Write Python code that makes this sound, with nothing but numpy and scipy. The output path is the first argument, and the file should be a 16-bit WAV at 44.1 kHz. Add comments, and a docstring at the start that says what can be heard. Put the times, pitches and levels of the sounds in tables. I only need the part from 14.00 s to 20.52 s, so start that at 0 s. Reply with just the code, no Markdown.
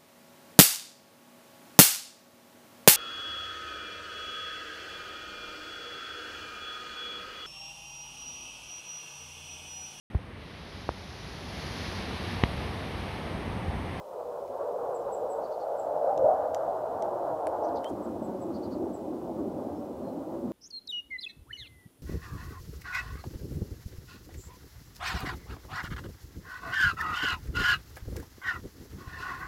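"""The dull roar of a fighter jet swells far overhead, heard from under trees in open country.
The air takes the top off the exhaust noise, and turbulence on the way makes it surge and roll;
from 3.9 s on the jet is farther off, a deeper rumble. Small birds call in the trees with short,
buzzy glides. A few dry ticks and a soft swish sound close by, over faint electronic hiss and whine."""
import sys
import numpy as np
from scipy import signal
from scipy.fft import rfft, irfft
from scipy.io import wavfile
from scipy.ndimage import uniform_filter1d

SR = 44100
rng = np.random.default_rng(int(sys.argv[2]) if len(sys.argv) > 2 else 0)


def store_pcm(level_fs):
    """Save levels as 16-bit WAV."""
    pcm = np.round(np.clip(level_fs, -1, 1) * 32767).astype(np.int16)
    wavfile.write(sys.argv[1], SR, np.atleast_2d(pcm).T)


N = 287532
TIME = np.arange(N) / SR
BINS = np.maximum(np.arange(N // 2 + 1) * SR / N, 1)

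FARTHER_S, CROSSFADE_S = 3.905, 0.037


def jet():
    """The exhaust roar after its long way down, split into rumble, roar and rush, each on its own fader."""
    far_mix = np.clip((TIME - FARTHER_S) / CROSSFADE_S + .5, 0, 1)
    away_s = np.maximum(TIME - FARTHER_S, 0)
    arriving = stray_paths(exhaust(far_mix, away_s), longest_s=.016, wander_s=0.000972, path_db=-12)
    rumble = low_part(arriving, edge_hz=409, order=12)
    rush = arriving - low_part(arriving, edge_hz=900, order=12)
    roar = arriving - rumble - rush
    bands = zip((rumble, roar, rush), jet_levels(far_mix, away_s))
    return sum(steady(band, window_s=0.09) * from_db(db) for band, db in bands) + flares()


# The exhaust's tone while it nears, at its loudest, once past and far off.
# Each row: frequency in Hz, relative level in dB.
NEARING_EQ = [(25, -44), (45, -24.5), (80, -23), (210, -23), (330, -14.5), (480, 2), (570, 1.5),
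              (800, -7.5), (1050, -14.5), (1450, -30), (1900, -47), (2600, -83)]
LOUDEST_EQ = [(30, -46.5), (80, -26.5), (115, -30), (165, -24), (215, -30), (310, -21), (410, -15),
              (480, -6), (570, 1.5), (760, -3), (1050, -21), (1450, -27.5), (1900, -49), (2600, -74)]
PAST_EQ = [(30, -39), (95, -20), (200, -23), (275, -18), (440, -7), (620, 0.5), (800, -3.5), (1050, -10),
           (1450, -22), (1900, -37.5), (2600, -67.5)]
FAR_EQ = [(25, -48), (50, -24), (85, -6), (140, -13.5), (225, -2), (320, -0.5), (375, -2), (450, -7),
          (560, -2.5), (850, -12), (1400, -31), (1900, -46.5), (2600, -61.5)]
# The ground echo's low, sinking howl once the jet is past. Each row: time in seconds, centre in Hz.
GROUND_HOWL_GLIDE = [(2.9, 400.2), (3.3, 349), (3.8, 269.8)]


def exhaust(far_mix, away_s):
    """Exhaust mixing noise with howling bands in it; it deepens as the jet turns its tail."""
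    stage, _, _, howl_hz = flyover()
    shares = [np.clip(1 - np.abs(stage - k), 0, 1) for k in range(3)]
    near = sum(np.sqrt(share) * noise(eq) for share, eq in zip(shares, (NEARING_EQ, LOUDEST_EQ, PAST_EQ)))
    near += from_db(-11.5) * howl(howl_hz, width_hz=163)
    near += from_db(-16.5) * shares[2] * howl(in_time(GROUND_HOWL_GLIDE)[0], width_hz=104)
    sagging_hz = 319.3 - 14 * away_s
    far = noise(FAR_EQ) + from_db(-7.5) * howl(sagging_hz, width_hz=140)
    return np.sqrt(1 - far_mix) * near + np.sqrt(far_mix) * far


# The jet's progress. Each row: time in seconds, stage (0 nearing, 1 loudest, 2 past).
PASS_PROGRESS = [(0.7, 0), (1.4, 0.3), (1.8, 1.03), (2.28, 1.12), (2.6, 1.25), (3.1, 1.92)]
# The mix at those stages. Each row: rumble and rush in dB against the roar, howl centre in Hz.
STAGE_MIX = [(-13.5, -12, 560), (-19, -16, 630), (-10.5, -13.5, 635)]


def flyover():
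    """Stage, rumble dB, rush dB and howl centre at every sample, morphing as the jet passes."""
    stage, = in_time(PASS_PROGRESS)
    return [stage] + [np.interp(stage, range(3), column) for column in np.transpose(STAGE_MIX)]


# The fader ride on the near roar, before turbulence. Each row: time in seconds, level in dB.
ROAR_FADER = [(0, -43), (.25, -39), (.5, -36.5), (.63, -35), (.92, -33.5), (1.55, -35), (2.0, -31.5),
              (2.35, -29), (2.55, -32.5), (3.2, -32.6), (3.7, -34), (3.9, -36.5)]


def jet_levels(far_mix, away_s, fade_db_per_s=0.53):
    """Rumble, roar and rush in dB: tied to the pass while near, slowly fading once far off."""
    roar_db, = in_time(ROAR_FADER)
    _, rumble_db, rush_db, _ = flyover()
    near = roar_db + rumble_db, roar_db, roar_db + rush_db
    far = -38.5, -41, -55 + 7 * np.exp(-away_s / 0.43)   # the treble is the first to die away
    return [(1 - far_mix) * near_db + far_mix * (far_db - fade_db_per_s * away_s) + turbulence(band_hz)
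            for near_db, far_db, band_hz in zip(near, far, (270, 610, 1150))]


# Big swells and dips. Each row: middle in seconds, half length in seconds, gain at the centre in dB,
# centre in Hz.
EDDY_SURGES = [(0.48, 0.056, -4, 900), (0.605, 0.025, 2.5, 1200), (0.903, 0.1, 1, 1200),
               (0.87, 0.09, -1, 260), (1.27, 0.04, 4, 230), (1.54, 0.082, -0.5, 1300),
               (1.746, 0.035, 2, 750), (1.945, 0.04, 4, 650), (2.07, 0.035, 2.5, 450),
               (2.15, 0.016, -5, 650), (2.228, 0.094, 7, 260), (2.3, 0.2, 1, 1110), (2.605, .04, 4.5, 1200),
               (2.857, 0.074, -0.5, 1300), (3.08, 0.054, 0, 230), (3.279, 0.033, 5, 1190),
               (3.4, .04, -4, 261), (3.525, 0.044, 2.5, 280), (3.718, 0.095, 7, 217.1),
               (3.7, .17, 2.5, 1200), (4.224, 0.074, 1, 250), (4.36, .04, -1, 280), (4.79, 0.14, 3, 266),
               (4.978, 0.062, -2, 300), (5.42, 0.086, 5.5, 273), (5.62, 0.1, 3.5, 607),
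               (6.096, 0.046, 2, 520), (5.942, 0.07, -4, 403), (6.2, 0.06, 0.5, 300),
               (6.338, 0.032, 6, 780), (6.438, 0.1, 1, 238)]


def turbulence(band_hz, spread_octaves=1.1, roll_db=0.9, shimmer_db=0.86):
    """One band's gain in dB as eddies focus or scatter it: slow ones roll, many small ones shimmer."""
    surges = sum(db * np.exp(-((TIME - s) / half_s) ** 2 - (np.log2(band_hz / hz) / spread_octaves) ** 2)
                 for s, half_s, db, hz in EDDY_SURGES)
    return surges + roll_db * flutter(rate_hz=8.3) + shimmer_db * flutter(rate_hz=12)


def howl(centre_hz, width_hz, wander_hz=12.17):
    """A narrow, wandering band of noise where sound paths add up, rms 1."""
    phase = 2 * np.pi * np.cumsum(centre_hz + wander_hz * flutter(rate_hz=4.038)) / SR
    return flutter(width_hz / 2) * np.cos(phase) + flutter(width_hz / 2) * np.sin(phase)


def stray_paths(x, longest_s, wander_s, path_db, count=3):
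    """Sound bent by moving air comes late by wandering delays, so the roar phases and rolls."""
    out = x.copy()
    for lag_s in np.linspace(longest_s / count, longest_s, count):
        late_s = lag_s * rng.uniform(0.7987, 1.1935) + wander_s * flutter(rate_hz=1.354)
        out += from_db(path_db) * flutter(rate_hz=2.37) * np.interp(TIME - late_s, TIME, x)
    return out


# Brief howls over the roar. Each row: middle in seconds, half length in seconds, level in dB, centre in Hz.
HOWL_FLARES = [(2.08, .025, -28, 571), (2.099, 0.041, -29.5, 770), (2.2, .025, -27.5, 570),
               (2.25, 0.024, -20, 561.5), (2.305, 0.032, -26, 700), (2.62, 0.034, -34.5, 620),
               (3.68, .04, -39.5, 660), (3.933, .02, -38, 320.6), (4.27, 0.042, -38, 225.4),
               (4.489, 0.032, -36.5, 349.8), (4.561, .028, -38.5, 230.7), (4.807, 0.052, -33, 331),
               (5.129, 0.045, -37, 311), (5.428, 0.026, -32.5, 315), (6.038, 0.038, -41, 215.8),
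               (6.475, 0.034, -32, 262.4)]


def flares(width_hz=113, rise_octaves_per_s=1.5):
    """Sound paths fall into step for a moment, and a narrow howl flares up and slides upward."""
    real, imaginary = (steady(flutter(width_hz / 2), window_s=0.034) for _ in range(2))
    band = real + 1j * imaginary
    out = np.zeros(N)
    for s, half_s, db, centre_hz in HOWL_FLARES:
        at = np.flatnonzero(np.abs(TIME - s) < 2 * np.pi * half_s)
        t = TIME[at] - s
        phase = 2 * np.pi * np.cumsum(centre_hz * 2 ** (rise_octaves_per_s * t)) / SR
        stretch = band[rng.integers(N - SR) + np.arange(len(at))]
        out[at] += from_db(db) * np.exp(-(t / half_s) ** 2 / 2) * np.real(stretch * np.exp(1j * phase))
    return out


def birds(echo_db, t60, buzz_hz=281):
    """Each note is a straight or arched glide; a fast pitch warble makes it buzz, distance adds echo."""
    direct, scattered = np.zeros(N), np.zeros(N)
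    waver = flutter(rate_hz=1150)
    for s, length, pitches, db, depth_hz, send in thin_calls() + chips() + slurs() + whistles():
        at = np.flatnonzero((TIME >= s) & (TIME < s + length))
        along = (TIME[at] - s) / length
        arch = np.polyfit(np.linspace(0, 1, len(pitches)), pitches, len(pitches) - 1)
        warble = (np.sin(2 * np.pi * buzz_hz * TIME[at]) + waver[at]) / 2
        phase = 2 * np.pi * np.cumsum(np.polyval(arch, along) + depth_hz * warble) / SR
        note = np.sqrt(2) * from_db(db) * np.sin(np.pi * along) ** 1.23 * np.sin(phase)
        direct[at] += note
        scattered[at] += send * note
    return direct + from_db(echo_db) * trees(scattered, t60)


# High, thin calls. Each row: start in seconds, opening pitch in Hz, level in dB.
THIN_CUES = [(.93, 7600, -62.5), (1.113, 7640, -58.5), (1.286, 7780, -58.5), (1.768, 7580, -62),
             (4.015, 7700, -70), (4.217, 7730, -67), (4.396, 7700, -66), (4.925, 7650, -64)]


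def thin_calls(length_s=0.052, depth_hz=80, send=0.62):
    """The thin notes of a song from deep in the trees: each lifts a little, then sags."""
    return [(s, length_s, (hz, hz + 59, hz - 400), db, depth_hz, send) for s, hz, db in THIN_CUES]


# Raspy chips. Each row: start and spacing in seconds, level and drop per chip in dB, warble depth in Hz.
CHIP_CUES = [(1.425, .083, -64, 0, 430), (4.531, .087, -59, 0.5, 390)]


def chips(length_s=.05, send=0.32, lisp_lead_s=.013, lisp_db=-72.5, lisp_depth_hz=1000):
    """Three raspy chips follow the thin opening notes of the song; a faint lisp leads into each."""
    lisp_hz, arch_hz = (4900, 6860), (4140, 4540, 4470, 3550)   # the arch: a slow rise, a quick drop
    notes = []
    for start, spacing, db, drop_db, depth_hz in CHIP_CUES:
        for k in range(3):
            s = start + k * spacing
            notes.append((s - lisp_lead_s, length_s, lisp_hz, lisp_db, lisp_depth_hz, send))
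            notes.append((s, length_s, arch_hz, db - k * drop_db, depth_hz, send))
    return notes


# A burst of twitter. Each row: start and length in seconds, first and last pitch in Hz, level in dB.
SLUR_CUES = [(3.624, 0.042, 5090, 6400, -63), (3.642, .022, 3902, 5600, -65), (3.68, .016, 6800, 2900, -62),
             (3.752, .018, 5430, 3700, -58), (3.755, .012, 5500, 6700, -62), (3.765, .013, 4600, 3300, -58),
             (3.767, 0.013, 6030, 3800, -57), (3.777, 0.0125, 5030, 3100, -60)]


def slurs(depth_hz=260, send=.2):
    """Notes of a nearer bird: quick, straight sweeps up or down."""
    return [(s, length, pitches, db, depth_hz, send) for s, length, *pitches, db in SLUR_CUES]


# Plain whistles. Each row: start and length in seconds, first, middle and last pitch in Hz, level in dB,
# echo send (0 close, 1 deep in the trees).
WHISTLE_CUES = [(3.831, 0.063, 3010, 3110, 3290, -49.5, .08), (5.745, 0.06, 5250, 5300, 5400, -73, .7),
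                (6.023, .09, 4080, 4230, 3900, -72, .7)]


def whistles(depth_hz=60):
    """Nearly pure bird notes with a gentle bend."""
    return [(s, length, pitches, db, depth_hz, send) for s, length, *pitches, db, send in WHISTLE_CUES]


# Dry ticks. Each row: start in seconds, peak in dB, knock in Hz and its gain in dB, ring in Hz and its
# gain in dB, notch in Hz, top cut in Hz. Both gains are against the bare crack.
TICK_CUES = [(0.4785, -51, 2300, 9, 5500, 4, 3600, 6500), (2.177, -36.5, 2410, 8.5, 5900, 6, 4770, 6600),
             (2.5468, -25, 3400, 11.5, 5560, 11.5, 4210, 18000),
             (3.0238, -36, 2270, 10, 5490, 10, 4350, 11000),
             (3.470, -29, 1817, 23.5, 8200, 12.5, 3357, 18000),
             (3.8443, -35.5, 2690, 14, 5490, 1, 6400, 14030)]
# The bare crack's tone. Each row: frequency in Hz, relative level in dB.
CRACK_EQ = [(600, -9), (2000, 1.5), (4200, -1.5), (7000, -2), (11500, -4.5), (16000, -14)]


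def ticks(t60, resonance_q, notch_q, echo_s, echo_db):
    """A crack of a few milliseconds with two broad resonances, a hollow and one weak echo from nearby."""
    out, grit = np.zeros(N), noise(CRACK_EQ)
    for s, db, knock_hz, knock_db, ring_hz, ring_db, notch_hz, top_hz in TICK_CUES:
        at = int(s * SR) + np.arange(SR // 50)
        crack = grit[at] * from_db(-60 * (TIME[at] - s) / t60)
        knock = signal.lfilter(*signal.iirpeak(knock_hz, resonance_q, fs=SR), crack)
        ring = signal.lfilter(*signal.iirpeak(ring_hz, resonance_q, fs=SR), crack)
        tick = crack + from_db(knock_db) * knock + from_db(ring_db) * ring
        tick = signal.lfilter(*signal.iirnotch(notch_hz, notch_q, fs=SR), tick)
        tick = signal.sosfilt(signal.butter(2, top_hz, fs=SR, output="sos"), tick)
        out[at] += from_db(db) * tick / np.abs(tick).max()
    return out + from_db(echo_db) * np.interp(TIME - echo_s, TIME, out)


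# The swish's fader ride. Each row: time in seconds, level in dB.
SWISH_FADER = [(3.82, -93), (3.86, -73), (3.885, -64), (3.903, -60), (3.92, -91)]
# Its airy tone. Each row: frequency in Hz, relative level in dB.
SWISH_EQ = [(2500, -14), (6000, -7), (8000, -3), (11500, -9), (15000, -22)]


def swish():
    """Soft, bright noise that swells briefly and drops away."""
    return from_db(in_time(SWISH_FADER)[0]) * noise(SWISH_EQ)


def trees(x, t60):
    """The short diffuse tail that trunks and leaves scatter back."""
    t = TIME[:SR // 2]
    tail = rng.standard_normal(len(t)) * from_db(-60 * t / t60) * (t > .004)
    return signal.fftconvolve(x, tail / np.linalg.norm(tail))[:N]


def from_db(db):
    """Decibels to gain."""
    return 10 ** (np.asarray(db) / 20)


def in_time(rows):
    """Each column of an automation curve, at every sample."""
    s, *columns = np.transpose(rows)
    return [np.interp(TIME, s, column) for column in columns]


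def rms_one(x):
    """Scale to unit rms."""
    return x / np.sqrt(np.mean(x ** 2) + 1e-20)


def noise(eq):
    """Noise through an EQ curve drawn on a log-frequency axis, rms 1."""
    hz, db = np.transpose(eq)
    gain = from_db(np.interp(np.log(BINS), np.log(hz), db))
    return rms_one(irfft(rfft(rng.standard_normal(N)) * gain, N))


def low_part(x, edge_hz, order):
    """A low-pass with no phase shift."""
    return irfft(rfft(x) / (1 + (BINS / edge_hz) ** order), N)


def steady(x, window_s):
    """Noise with its slow swells evened out, rms 1."""
    return x / np.sqrt(uniform_filter1d(x ** 2, max(int(window_s * SR), 2)) + 1e-12)


def flutter(rate_hz):
    """Smooth random movement up to a given rate, rms 1."""
    return rms_one(low_part(rng.standard_normal(N), rate_hz, order=4))


def scene():
    """Jet, birds and small near sounds, in mono."""
    close = swish()
    cracks = ticks(t60=0.0066, resonance_q=3.2, notch_q=6.6, echo_s=0.0064, echo_db=-17.5)
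    close += cracks + from_db(-16.5) * trees(cracks, t60=0.14)
    return (jet() + birds(echo_db=3.0, t60=0.2) + close)[None]


# The hiss bed's tone. Each row: frequency in Hz, relative level in dB.
HISS_EQ = [(200, -0.5), (2000, 0.5), (3200, 0), (5000, -1.5), (7000, -2), (10000, -4), (12200, -3.5),
           (13500, -4.5), (16000, -5.5)]
# A faint electronic whine. Each row: frequency in Hz, level in dB.
WHINE_TONES = [(2000, -83.5), (2500, -85.5), (3000, -84), (3500, -85.5), (4000, -85.5), (4500, -89),
               (5000, -85.5), (5500, -87.5)]
SIZZLE_HZ, SIZZLE_WIDTH_HZ, PULSES_PER_S = 12000, 550, 24


def record(dry):
    """The electronics add hiss, a faint whine and a thin pulsing sizzle; the top is cut."""
    whine = sum(np.sqrt(2) * from_db(db) * np.sin(2 * np.pi * (hz * TIME + rng.random()))
                for hz, db in WHINE_TONES)
    sizzle = flutter(SIZZLE_WIDTH_HZ / 2) * np.sin(2 * np.pi * SIZZLE_HZ * TIME)
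    pulsing = from_db(-82.5) * rms_one(sizzle * np.sin(np.pi * PULSES_PER_S * TIME) ** 2)
    hiss = from_db(-65.5) * noise(HISS_EQ)
    return low_part(dry + hiss + whine + pulsing, edge_hz=15800, order=400)


dry = scene()
out = record(dry)
store_pcm(out)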